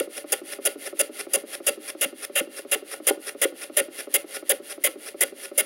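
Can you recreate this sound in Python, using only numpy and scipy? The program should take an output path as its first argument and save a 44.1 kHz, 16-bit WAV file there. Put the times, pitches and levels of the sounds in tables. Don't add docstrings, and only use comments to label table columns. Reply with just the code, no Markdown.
import sys
import numpy as np
from scipy import signal
from scipy.fft import rfft, irfft
from scipy.io import wavfile
from scipy.ndimage import uniform_filter1d

SR = 44100
rng = np.random.default_rng(int(sys.argv[2]) if len(sys.argv) > 2 else 0)


def wav_out(sig):
    wavfile.write(sys.argv[1], SR, np.round(np.clip(np.atleast_2d(sig).T, -1, 1) * 32767).astype(np.int16))


N = 249385
T = np.arange(N) / SR


def amp(db):
    return 10 ** (np.asarray(db) / 20)


def noise():
    return rng.standard_normal(N)


def butter_filter(x, order, hz, kind="low"):
    return signal.sosfilt(signal.butter(order, hz, kind, fs=SR, output="sos"), x)


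def through(x, response):
    return signal.oaconvolve(x, response)[:len(x)]


def unit(response):
    return response / np.sqrt(np.sum(response ** 2))


def add(track, start_s, sound):
    i = int(start_s * SR)
    sound = sound[max(-i, 0):N - i]
    track[max(i, 0):max(i, 0) + len(sound)] += sound


def along(curve, s):
    times, *columns = np.transpose(curve)
    return [np.interp(s, times, column) for column in columns]


def colour(points, size=4096):
    hz, db = np.transpose(points)
    f = np.arange(size // 2 + 1) * SR / size + 1
    low_fall = np.clip(f / hz[0], 1 / 10, 1) ** 2
    gain = amp(np.interp(np.log(f), np.log(hz), db)) * low_fall
    cepstrum = irfft(np.log(gain))[:size // 2]
    return unit(irfft(np.exp(2 * rfft(cepstrum, size))))


def ringing(modes, size=6000):
    t = T[:size]
    ring = np.zeros(size)
    for hz, width_hz, db in modes:
        decay = np.exp(-np.pi * width_hz * t)
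        ring += amp(db) * width_hz * decay * np.cos(2 * np.pi * hz * t)
    ring = butter_filter(ring, 4, modes[0][0] * 0.95, "high")
    return unit(butter_filter(ring, 8, modes[-1][0] * 1.012))


def grit(rate, spread_db, flicker_rate, flicker_db, size=400):
    happens = rng.random(N) < rate / SR
    clicks = happens * noise() * amp(spread_db * noise())
    clusters = np.interp(T * flicker_rate, np.arange(N), noise())
    x = clicks * amp(flicker_db * clusters)
    return x / np.sqrt(uniform_filter1d(x ** 2, size) + 1e-9)


def contact(start, end, db, change_db, rise_s, fall_s):
    t = T[:int(.12 * SR)]
    length = end - start
    drift = amp(db + change_db * (np.minimum(t / length, 1) - .5))
    rise = np.minimum(t / rise_s, 1)
    release = np.exp(-np.maximum(t - length, 0) / fall_s)
    return drift * rise * release


def blow(response, db, push_s):
    t = T[:len(response)] / push_s
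    push = t * np.exp(-t) * rng.standard_normal(len(t))
    sound = through(push, response)
    return amp(db) * sound / np.abs(sound).max()


def singing(force, hz, width_hz=130):
    waver = butter_filter(rng.standard_normal((2, len(force))), 2, width_hz / 2)
    ring = (waver[0] + 1j * waver[1]) * np.exp(2j * np.pi * hz * T[:len(force)])
    return force * ring.real / np.std(ring.real)


# mode_hz, width_hz, relative_level_db
BOARD_MODES = [(289, 12, -25.5), (309, 120, -20), (404.3, 38, -3.5), (440.7, 42, -1.5), (546.5, 33.4, 3.5),
               (573, 13.3, 2), (667, 36, -17.5), (781, 75, -5.5)]


def board_response():
    return ringing(BOARD_MODES)


# mode_hz, width_hz, relative_level_db
IRON_MODES = [(1113, 60, -2.5), (1326, 13, 4), (1446, 45, 8.5), (1850, 60, -5), (1806, 83, 4),
              (1962, 59, 3.5), (2102, 135, 9), (2294, 66, 2.5), (2498, 173, 3), (2762, 77, 11),
              (2900, 94, -1), (3210, 290, 4.5), (3740, 480, -14.5)]


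def iron_response():
    return ringing(IRON_MODES)


# frequency_hz, relative_level_db
ROOM_SPECTRUM = [(25, -18), (70, -12), (150, -12), (300, 9.5), (560, -3), (900, -11), (2000, -9.5),
                 (4500, -13.5), (8000, -30), (9900, -16.5), (13000, -23), (16000, -23)]


def room_noise(level_db=-54.5):
    return amp(level_db) * through(noise(), colour(ROOM_SPECTRUM))


# start_s, length_s, hiss_level_db (mid-cut), hiss_fall_db (over the cut),
# iron_pitch_hz, thump_peak_db (on coming free)
CUTS = [(-0.03, .031, -14.5, 9, 2160, -15.5), (0.32, .020, -18.5, 14, 2760, -32),
        (0.651, .024, -17.5, 6, 2750, -29), (0.991, .024, -17, -2, 2750, -24.5),
        (1.332, .027, -18.5, -2, 2770, -23.5), (1.664, .030, -18, 4, 2730, -25),
        (2.009, .039, -20.5, 7, 2780, -26), (2.352, .048, -22.8, 3, 2770, -17),
        (2.713, .036, -20.5, 6, 2750, -24), (3.067, .033, -16.5, 5, 2750, -9),
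        (3.414, .033, -19, 5, 2020, -11), (3.766, .036, -20.5, 6.5, 1830, -20),
        (4.139, .027, -18.3, 9, 2140, -31), (4.492, .028, -18.7, 2.5, 2060, -23.5),
        (4.837, .038, -20, 11, 2070, -30), (5.206, .031, -18.5, 7, 2030, -30),
        (5.576, .034, -18.5, 6, 2180, -36)]
# time_s, chatter_level_db, top_treble_db (re hiss), singing_db (re chatter)
CUT_TONE = [(0.3, -27.6, -8, -0.5), (1.3, -27.8, -9.5, -5.5), (2.4, -25.5, -3, -4), (3.1, -24, -7.5, -11),
            (4.15, -25.3, 2.5, -4), (5.2, -25.5, -1.5, -0.5), (5.6, -27, -1, -6)]
# time_s, peak_level_db
SNAPS = [(0.3283, -7), (0.66, -9), (1.336, -4), (2.2492, -18), (3.0843, -5), (3.772, -8), (4.1475, -9),
         (4.4965, -6), (4.51, -11), (5.2125, -10)]
# frequency_hz, relative_level_db
FIBRE_SPECTRUM = [(1500, -28), (3600, -73), (4400, -79), (4730, -9.5), (5000, -19.5), (6200, -16.5),
                  (7250, -11.5), (8400, -20), (9750, 0.5), (11000, -10.5), (12200, -9), (13500, -17),
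                  (14600, -12.5), (16000, -10.5)]
# mode_hz, width_hz, relative_level_db
PIECE_MODES = [(404, 53, 5), (438, 100, -2), (1100, 230, -23.5), (1400, 120, -11)]
# mode_hz, width_hz, relative_level_db
BENCH_MODES = [(194, 51, -19), (279, 17, 7), (326.5, 21, 12)]
SHAKE_DB, USUAL_CUT_S = -28.3, .031
ENTRY_S, ENTRY_POWER = .003, 1.8
THUMP_LAG_S = .0052
FLEX_DB, FLEX_PER_THUMP_DB, FLEX_DB_PER_S = -37.5, .45, 400


def cutting(board, iron, chatter_change_db=0.3, shake_change_db=0.6, piece_db=-3, board_sing_db=-0.6):
    hiss, top, chatter, shake, rings = np.zeros((5, N))
    crisp, bench = colour(FIBRE_SPECTRUM), ringing(BENCH_MODES)
    board_and_piece = board + amp(piece_db) * ringing(PIECE_MODES)
    for start, length, hiss_db, fall_db, sing_hz, thump_db in CUTS:
        end = start + length
        chatter_db, top_db, sing_db = along(CUT_TONE, start)
        entry_s = ENTRY_S * (length / USUAL_CUT_S) ** ENTRY_POWER
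        tear = contact(start, end, hiss_db, -fall_db, entry_s, fall_s=.0016)
        bite = contact(start, end, chatter_db, chatter_change_db, rise_s=0.0071, fall_s=0.0042)
        usual_push = contact(start, end, SHAKE_DB, shake_change_db, rise_s=0.0015, fall_s=.002)
        push = USUAL_CUT_S / length * usual_push
        add(hiss, start, tear)
        add(top, start, amp(top_db) * tear)
        add(chatter, start, bite)
        add(shake, start, push)
        add(rings, start, singing(amp(sing_db) * bite, sing_hz))
        add(rings, start, singing(amp(board_sing_db) * push, hz=564.1, width_hz=80))
        flex_db = FLEX_DB + FLEX_PER_THUMP_DB * thump_db + FLEX_DB_PER_S * length
        add(rings, end + THUMP_LAG_S - .002, blow(board_and_piece, thump_db, push_s=0.0028))
        add(rings, end + THUMP_LAG_S, blow(bench, flex_db, push_s=0.0017))
    for s, peak_db in SNAPS:
        add(rings, s, blow(crisp, peak_db, push_s=.0005))
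    fibres = grit(rate=24000, spread_db=2.8, flicker_rate=600, flicker_db=0.3)
    tearing = butter_filter(hiss * fibres, 4, 11200) + butter_filter(top * fibres, 4, 11200, "high")
    shaking = butter_filter(shake * fibres, 2, 400, "high")
    return through(tearing, crisp) + through(chatter * fibres, iron) + through(shaking, board) + rings


# far_end_s, near_end_s
TURNS = [(0.073, 0.242), (0.415, 0.586), (0.756, 0.927), (1.093, 1.267), (1.435, 1.602), (1.774, 1.949),
         (2.126, 2.296), (2.472, 2.649), (2.822, 3.0), (3.173, 3.348), (3.522, 3.697), (3.882, 4.071),
         (4.242, 4.425), (4.599, 4.778), (4.956, 5.143), (5.322, 5.514)]
# time_s, relative_level_db
PRESSURE = [(0.1, 1), (0.6, 2.3), (1.8, 0.2), (2.4, -3), (3.0, -0.5), (3.8, -0.7), (4.15, 1.8), (4.8, -1.3),
            (5.5, -0.5)]
# frequency_hz, relative_level_db
RUB_SPECTRUM = [(800, -86), (2500, -30), (3300, -19.5), (4300, -5.5), (4800, -5.5), (6500, -7),
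                (8400, -7.5), (9600, 6.5), (11400, 0.5), (13000, -8), (16000, -9.5)]
# mode_hz, width_hz, relative_level_db
STEEL_MODES = [(4690, 40, -4), (4790, 25, 0)]
RUB_DB = -41.6


def rubbing(board, iron, lag_s=0.0099, speed_power=1.47):
    s = np.ravel(TURNS)
    half_stroke = np.mean(np.diff(s))
    turns = np.r_[s[0] - half_stroke, s, s[-1] + half_stroke] + lag_s
    phase = np.interp(T, turns, np.arange(len(turns)))
    speed = np.abs(np.sin(np.pi * phase))
    pressure = amp(RUB_DB + along(PRESSURE, T)[0])
    friction = pressure * grit(rate=14000, spread_db=2.5, flicker_rate=300, flicker_db=1.5)
    fast = friction * speed ** speed_power
    metal = amp(-4) * through(fast, iron) + amp(-23) * through(fast, ringing(STEEL_MODES))
    rumble = amp(-6.0) * through(friction * speed ** 0.83, board)
    return through(fast, colour(RUB_SPECTRUM)) + metal + rumble


# frequency_hz, relative_level_db
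THUD_SPECTRUM = [(100, -18), (270, 2.5), (340, 0.5), (450, -8.5), (600, -24), (2000, -20.5)]
# frequency_hz, relative_level_db
TAP_SPECTRUM = [(200, -31), (400, -2.5), (600, 5.5), (800, -8.5), (1250, 7.5), (1600, -19), (2200, -11.5),
                (4000, -36)]
THUD_DB, TAP_DB, SETTLE_DB = (-29.9, -29.1), (-35.8, -30.8), (-43, -46)
KNOCK_PER_PRESSURE_DB = .75
SETTLE_HZ, SETTLE_LAG_S, SETTLE_S = 290, .009, .019


def knocking(board, iron, rock_s=0.00595):
    thuds, taps, bumps = np.zeros((3, N))
    thud = through(board, colour(THUD_SPECTRUM))
    thud = thud / np.abs(thud).max()
    tap = through(board + amp(-3.5) * iron, colour(TAP_SPECTRUM))
    tap = tap / np.abs(tap).max()
    rock_times = rock_s * (1 + 0.096 * rng.standard_normal((len(TURNS), 2)))
    for stroke, rocks in zip(TURNS, rock_times):
        for heel, thud_db, tap_db, settle_db, rock in zip(stroke, THUD_DB, TAP_DB, SETTLE_DB, rocks):
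            weight = amp(KNOCK_PER_PRESSURE_DB * along(PRESSURE, heel)[0])
            toe = heel + rock
            add(taps, heel, weight * amp(tap_db) * tap)
            add(taps, toe, weight * amp(tap_db - 7.5) * tap)
            add(thuds, heel, weight * amp(thud_db) * thud)
            add(thuds, toe, weight * amp(thud_db - 5.5) * thud)
            settling = contact(0, SETTLE_S, settle_db, -3, rise_s=.005, fall_s=.006)
            add(bumps, heel + SETTLE_LAG_S, weight * singing(settling, SETTLE_HZ, width_hz=70))
    return thuds + taps + butter_filter(bumps, 4, 225, "high")


# slip_off_s, level_db (mid-brush)
DRAGS = [(0.183, -34), (0.537, -35), (0.877, -33.5), (1.212, -31.5), (1.553, -33.5), (1.904, -33.5),
         (2.251, -34), (2.594, -37), (2.941, -35), (3.295, -32.5), (3.642, -36), (4.01, -34.5), (4.37, -33),
         (4.727, -35.5), (5.09, -37), (5.458, -37)]
# frequency_hz, relative_level_db
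DRAG_SPECTRUM = [(800, -10.5), (2500, 3.5), (3400, -11), (4300, -10), (5300, 1), (5900, -4), (6500, -12.5),
                 (8400, -8.5), (9800, 6), (11500, -4), (13000, -12), (16000, -31)]
DRAG_FIRST_S, DRAG_GROWTH_S_PER_S, DRAG_LONGEST_S = .019, .0065, .0335


def dragging(board, iron):
    force, slips = np.zeros((2, N))
    for end, db in DRAGS:
        start = end - min(DRAG_FIRST_S + DRAG_GROWTH_S_PER_S * end, DRAG_LONGEST_S)
        add(force, start, contact(start, end, db, 3, rise_s=.008, fall_s=.0025))
        add(slips, end - .002, blow(iron + amp(1.5) * board, db + 9.5, push_s=0.0002))
    scrape = force * grit(rate=22000, spread_db=-0.5, flicker_rate=300, flicker_db=0.1)
    bodies = amp(-8.5) * through(scrape, iron) + amp(-8) * through(scrape, board)
    return through(scrape, colour(DRAG_SPECTRUM)) + bodies + slips


def workshop(x, t60_s=0.3, wet_db=-24, dull_hz=900):
    t = T[:SR // 2]
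    decay = np.exp(-np.log(1000) * t / t60_s)
    tail = rng.standard_normal(len(t)) * decay * (t > .008)
    tail = butter_filter(tail, 1, dull_hz)
    return x + amp(wet_db) * through(x, unit(tail))


def scene():
    board, iron = board_response(), iron_response()
    work = cutting(board, iron) + rubbing(board, iron) + knocking(board, iron) + dragging(board, iron)
    work = signal.lfilter(*signal.iirnotch(925, 4.5, fs=SR), work)
    return (workshop(work) + room_noise())[None]


def record(dry, top_hz=15850):
    thin = butter_filter(dry, 1, 110, "high")
    return signal.sosfilt(signal.ellip(10, .2, 70, top_hz, fs=SR, output="sos"), thin)


dry = scene()
out = record(dry)
wav_out(out)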